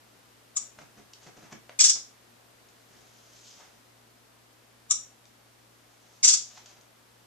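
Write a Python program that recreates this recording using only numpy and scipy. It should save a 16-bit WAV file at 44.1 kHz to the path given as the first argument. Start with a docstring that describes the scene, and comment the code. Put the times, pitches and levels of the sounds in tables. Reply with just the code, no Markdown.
"""Soft room air and a low appliance hum run throughout, in a small, quiet living room.
A kitten on an armchair spits and hisses at a dog, then spits and hisses again: bursts of noise ring
the resonances of its tiny mouth and come back from the near walls. Another cat scrambles onto a plastic
carrier (short thuds, knocks and claw ticks), and fur brushes the upholstery as swelling noise."""
import sys
import numpy as np
from scipy import signal
from scipy.fft import rfft, irfft
from scipy.io import wavfile

SR = 44100
rng = np.random.default_rng(int(sys.argv[2]) if len(sys.argv) > 2 else 0)


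def file_out(sig):
    """Save sig as 16-bit WAV at sys.argv[1]."""
    # one column per channel
    cols = np.atleast_2d(sig).T
    # limit, then scale
    lim = np.clip(cols, -1, 1)
    pcm = np.round(lim * 32767).astype(np.int16)
    wavfile.write(sys.argv[1], SR, pcm)


N = 320166
TIME = np.arange(N) / SR
FREQS = np.maximum(np.arange(N // 2 + 1) * SR / N, 1)   # kept above zero for the logarithm

# Tone colour of the still room air: pitch_hz, relative_level_db
AIR_COLOUR = [(25, -12), (60, -8), (140, -7), (250, 0), (400, -2), (700, -3), (1300, -5), (2500, -9),
              (5000, -11.5), (9000, -15), (14000, -17)]
# Loudness of the room air over time: time_s, level_db
AIR_LEVEL = [(0, -58), (3.7, -58), (4.1, -59), (7.26, -59)]
# How alike the air is left and right, below 0 when opposed: pitch_hz, likeness (-1 to 1)
AIR_LIKENESS = [(30, -0.266), (100, 0.37), (300, 0.265), (1000, -0.048), (3000, 0.22), (12000, 0.033)]
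# Tones of the appliance motor: pitch_hz, level_db
HUM_TONES = [(58.5, -83), (117, -69), (234, -79)]
# Time each band of the room takes to die by 60 dB: pitch_hz, decay_s
ROOM_DECAY = [(200, 0.27), (1200, 0.32), (3500, 0.32), (6500, 0.3), (10000, 0.17), (14000, 0.45)]

# Paw landings, hardness being shell knock over pad thud: peak_s, level_db, hardness_db, fade_s
PAW_LANDINGS = [(0.613, -62, 0, .02), (0.791, -56, 4, .009), (0.817, -56, 1, .012),
                (0.978, -56, -1.5, 0.013), (0.997, -61, -10, .012), (1.271, -51.5, -0.5, .016),
                (1.373, -54, -1, 0.023), (1.43, -57.5, 3, 0.036), (1.528, -46.5, 6.5, 0.0044),
                (1.552, -65.5, -23, .012), (1.962, -56, 5, .018), (2.913, -65, -1, 0.12),
                (6.577, -61, 13, 0.0083), (6.771, -67, 3, .014)]
# Claw ticks: start_s, scratch_db, shell_knock_db
CLAW_TICKS = [(.787, -60, -42), (1.134, -42, -78), (1.694, -51, -42), (2.687, -56, -66), (5.254, -52, -68),
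              (6.659, -42, -62), (6.811, -55, -68)]
# Strokes of fur on upholstery: peak_s, swish_db, dull_rub_db, swell_s, fade_s
FUR_STROKES = [(1.24, -57, -60.5, 0.025, 0.012), (3.502, -56.5, -74.5, .3, 0.12),
               (3.62, -64.5, -56, 0.025, 0.032), (6.58, -58.5, -68, 0.36, 0.053),
               (6.7, -59, -62.5, 0.04, 0.036)]
# Resonances of the carrier's shell: pitch_hz, width_hz, relative_level_db
SHELL_RESONANCES = [(565, 390, 2.5), (740, 190, 4), (920, 750, -2.5), (1425, 1000, 0), (2250, 890, -6.5)]
# Hollow boom of the carrier under a paw: pitch_hz, width_hz, relative_level_db
BOOM_RESONANCES = [(179, 78, -2.5), (240, 76, -20.5)]
# Tone colour of a dull pad thud: pitch_hz, relative_level_db
THUD_COLOUR = [(60, -21.5), (110, -11), (180, -6), (280, -11.5), (450, -10.5), (1000, -47)]
# Tone colour of scratching, also used for the rough part of a spit: pitch_hz, relative_level_db
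SCRATCH_COLOUR = [(1500, -22.5), (3200, -5.5), (4500, -5), (6400, 0), (7600, -7), (9500, -33), (14000, -55)]

# Spits: peak_s, level_db
SPIT_TIMES = [(.5706, -19.5), (4.913, -13.5)]
# Hisses: start_s, level_db, time_to_last_surge_s
HISS_TIMES = [(1.789, -14.5, .110), (6.229, -15, 0.1107)]
# The same three surges push out every hiss: share_of_time_to_last, level_db, rise_s, fall_s
HISS_SURGES = [(.2, 1, .017, .006), (.49, 1, 0.0076, 0.018), (1, -2.5, .008, .005)]
# Mouth resonances in a spit, lips barely parted: pitch_hz, width_hz, relative_level_db
SPIT_RESONANCES = [(1220, 152, -25.5), (2300, 220, -34), (3550, 470, -22), (3910, 480, -19.5),
                   (5760, 390, -12), (6510, 140, -2), (7090, 600, 5.5), (8100, 280, -8), (8550, 350, -11.5)]
# Mouth resonances in a hiss, jaws wide: pitch_hz, width_hz, relative_level_db
HISS_RESONANCES = [(1065, 200, -29.5), (1420, 427, -28), (2590, 310, -28), (3400, 170, -10.5),
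                   (4510, 2330, -9), (5460, 1130, -3.5), (6916, 1110, 7.5), (7570, 510, 1.5),
                   (9440, 900, -24.5)]
# Throat ring as the jaws open: pitch_hz, width_hz, relative_level_db
THROAT_RESONANCES = [(2330, 170, 0)]
# First reflections from chair, wall and cupboard: delay_s, left_db, right_db
FIRST_ECHOES = [(.0024, -13, -12), (.0061, -5, -10), (.0075, -6, -8), (.0108, -14, -14), (.0132, -10, -14)]
# Colour of the left microphone port toward the kitten: pitch_hz, gain_db
LEFT_COLOUR = [(1000, 10), (4000, 2.5), (5800, 4.5), (7200, 0), (9000, 1.5), (9900, -2.5), (10600, -24.5),
               (13000, -5)]
# Colour of the right microphone port toward the kitten: pitch_hz, gain_db
RIGHT_COLOUR = [(1000, 10.5), (4000, 3.5), (5800, 8.5), (7200, -10), (9000, -5), (9900, -12.5),
                (10600, -24), (13000, -21)]

# A pad settles this fast; its scuff is set against its knock
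PAW_PRESS_S, PAW_SCUFF_DB = 0.0075, -3.5
CLAW_DELAY_S, CLAW_RISE_S, CLAW_FALL_S = 0.0009, 0.000585, 0.0025
# Pad thud and carrier boom, both set against the landing's thud share
THUD_DB, BOOM_DB = -0.5, -3.5
# The pop of a spit, and the softer air that slips out around it
SPIT_RISE_S, SPIT_FALL_S = 0.0037, 0.0019
LEAK_DB, LEAK_LEAD_S, LEAK_RISE_S, LEAK_FALL_S = -12.5, 0.0023, 0.0019, 0.0076
# The jaws open this fast, and the throat rings just after the start
JAW_SNAP_S = 0.0015
THROAT_DB, THROAT_AT_S, THROAT_RISE_S, THROAT_FALL_S = -22, 0.0062, 0.002, 0.0042
PORT_LAG_S = 8e-5   # the kitten's direct sound reaches the right port this much later
PEAK_LIMIT, CUTOFF_HZ = 0.88, 14150


def from_db(db):
    """Turn decibels into a plain multiplier."""
    return 10 ** (np.asarray(db) / 20)


def rms_one(x):
    """Scale a sound to an average power of one."""
    return x / np.sqrt(np.mean(x ** 2) + 1e-20)


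def at_hz(points, hz):
    """Read a table between its points, with pitch spaced by ratio as the ear hears it."""
    table_hz, value = np.transpose(points)
    return np.interp(np.log(hz), np.log(table_hz), value)


def burst(peak_s, rise, fall):
    """Loudness curve that swells to 1 at its peak and dies away exponentially."""
    swelling = (TIME - peak_s) / rise
    fading = (peak_s - TIME) / fall
    return np.exp(np.maximum(np.minimum(swelling, fading), -60))


def colour(x, spectrum):
    """Make each pitch of a sound louder or softer, as the table says."""
    return irfft(rfft(x) * from_db(at_hz(spectrum, FREQS)), N)


def noise(spectrum):
    """Random hiss given a tone colour, at unit power."""
    return rms_one(colour(rng.standard_normal(N), spectrum))


def resonant_noise(resonances):
    """Rushing air or rough contact ringing several resonances with steep sides, at unit power."""
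    total = 0
    for hz, width, db in resonances:
        r = np.exp(-np.pi * width * np.sqrt(2) / SR)
        feedback = [1, -2 * r * np.cos(2 * np.pi * hz / SR), r * r]
        section = [(1 - r * r) / 2, 0, (r * r - 1) / 2] + feedback
        # The same filter twice makes the sides steep
        ringing = signal.sosfilt([section, section], rng.standard_normal(N))
        total = total + from_db(db) * ringing
    return rms_one(total)


def flutter(rate_hz, depth_db):
    """A random wobble in loudness, mostly slower than the given rate, at unit power."""
    wobble = irfft(rfft(rng.standard_normal(N)) / (1 + (FREQS / rate_hz) ** 4), N)
    return rms_one(from_db(depth_db * rms_one(wobble)))


def delay(x, seconds):
    """Make the same sound arrive later by turning the phase of each pitch."""
    return irfft(rfft(x) * np.exp(-2j * np.pi * FREQS * seconds), N)


def room(x, wet_db, build_s=0.0033):
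    """Blurred stereo echoes that build up quickly and die at their own pace in each band."""
    t = TIME[:SR // 2]
    edges = np.geomspace(80, 16000, 13)
    tail = 0
    for low, high in zip(edges, edges[1:]):
        band_filter = signal.butter(2, [low, high], "band", fs=SR, output="sos")
        band = signal.sosfilt(band_filter, rng.standard_normal((2, len(t))))
        decay_s = at_hz(ROOM_DECAY, np.sqrt(low * high))
        tail = tail + band * np.exp(-np.log(1000) * t / decay_s)
    tail = rms_one(tail * (1 - np.exp(-t / build_s))) / np.sqrt(len(t))
    return from_db(wet_db) * signal.fftconvolve(x[None], tail, axes=1)[:, :N]


def room_air():
    """Soft air noise: shared and opposed parts set how alike the sides are; some bands lean left."""
    alike = np.clip(at_hz(AIR_LIKENESS, FREQS), -1, 1)
    lean_db = at_hz([(120, .3), (350, 1), (700, 2.74), (1400, .3)], FREQS)
    lean = from_db(lean_db * [[1], [-1]])   # left up, right down
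    shared = np.sqrt(1 + alike) * rfft(noise(AIR_COLOUR))
    opposed = np.sqrt(1 - alike) * rfft(noise(AIR_COLOUR)) * [[1], [-1]]
    air = irfft(lean * (shared + opposed), N)
    level = from_db(np.interp(TIME, *np.transpose(AIR_LEVEL)))
    return level * rms_one(air)


def motor_hum():
    """The appliance motor sounds a few fixed low tones whose loudness wavers together."""
    hum = 0
    for hz, db in HUM_TONES:
        tone = np.sin(2 * np.pi * (hz * TIME + rng.random()))
        hum = hum + from_db(db) * np.sqrt(2) * tone
    return hum * flutter(rate_hz=3, depth_db=1.3)


def footwork():
    """Pads thud on the hollow carrier and knock its shell, claws tick, fur rubs on cloth."""
    thud = knock = 0
    for s, db, hardness_db, fade in PAW_LANDINGS:
        press = from_db(db) * burst(s, PAW_PRESS_S, fade)
        thud = thud + from_db(-hardness_db / 2) * press
        knock = knock + from_db(hardness_db / 2) * press
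    scuff = from_db(PAW_SCUFF_DB) * knock
    for s, scratch_db, knock_db in CLAW_TICKS:
        tick = burst(s + CLAW_DELAY_S, CLAW_RISE_S, CLAW_FALL_S)
        scuff = scuff + from_db(scratch_db) * tick
        knock = knock + from_db(knock_db) * tick
    # The dull part of a rub shares the shell's tone colour
    for s, swish_db, rub_db, swell, fade in FUR_STROKES:
        stroke = burst(s, swell, fade)
        scuff = scuff + from_db(swish_db) * stroke
        knock = knock + from_db(rub_db) * stroke
    grain = flutter(rate_hz=63, depth_db=2.0)
    body = from_db(THUD_DB) * noise(THUD_COLOUR) + from_db(BOOM_DB) * resonant_noise(BOOM_RESONANCES)
    contact = knock * resonant_noise(SHELL_RESONANCES) + scuff * noise(SCRATCH_COLOUR)
    near = thud * body + grain * contact
    return near * from_db([[.5], [-.5]]) + room(near, wet_db=-1.5)   # slightly left


def spits():
    """Pressure builds behind the tongue and escapes in one pop, with a softer leak around it."""
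    flow = 0
    for s, db in SPIT_TIMES:
        pop = burst(s, SPIT_RISE_S, SPIT_FALL_S)
        leak = from_db(LEAK_DB) * burst(s - LEAK_LEAD_S, LEAK_RISE_S, LEAK_FALL_S)
        flow = flow + from_db(db) * (pop + leak)
    return flow * (resonant_noise(SPIT_RESONANCES) + from_db(-26.0) * noise(SCRATCH_COLOUR))


def hisses():
    """Jaws snap open, the throat rings briefly, and a jet sputters over the wet tongue in surges."""
    flow = opening = 0
    for start, db, length in HISS_TIMES:
        jaws = np.clip((TIME - start) / JAW_SNAP_S, 0, 1)
        push = 0
        for share, surge_db, rise, fall in HISS_SURGES:
            push = push + from_db(surge_db) * burst(start + share * length, rise, fall)
        flow = flow + from_db(db) * jaws * push
        throat_ring = burst(start + THROAT_AT_S, THROAT_RISE_S, THROAT_FALL_S)
        opening = opening + from_db(db + THROAT_DB) * jaws * throat_ring
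    sputter = flutter(rate_hz=600, depth_db=2)
    jet = sputter * resonant_noise(HISS_RESONANCES)
    return from_db(-1.5) * flow * jet + opening * resonant_noise(THROAT_RESONANCES)


def kitten():
    """The kitten's sound reaches the left port first, then returns from near surfaces and the room."""
    low_cut = signal.butter(6, 900, "high", fs=SR, output="sos")
    mouth = signal.sosfilt(low_cut, spits() + hisses())
    near = np.array([mouth, delay(mouth, PORT_LAG_S)])
    for s, left_db, right_db in FIRST_ECHOES:
        # Each reflection comes from its own direction
        lag = rng.uniform(-2, 1.8) * PORT_LAG_S
        left_echo = from_db(left_db) * delay(mouth, s)
        right_echo = from_db(right_db) * delay(mouth, s + lag)
        near = near + [left_echo, right_echo]
    left, right = from_db(1.95) * near + room(mouth, wet_db=-1.5)
    return np.array([colour(left, LEFT_COLOUR), colour(right, RIGHT_COLOUR)])


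def scene():
    """Room air, hum, paws and kitten sound together."""
    return room_air() + motor_hum() + footwork() + kitten()


def record(dry):
    """Peaks beyond the limit are flattened by overload, and the top of the treble is cut steeply."""
    treble_cut = signal.ellip(10, .1, 80, CUTOFF_HZ, fs=SR, output="sos")
    return signal.sosfilt(treble_cut, np.clip(dry, -PEAK_LIMIT, PEAK_LIMIT))


dry = scene()
out = record(dry)
file_out(out)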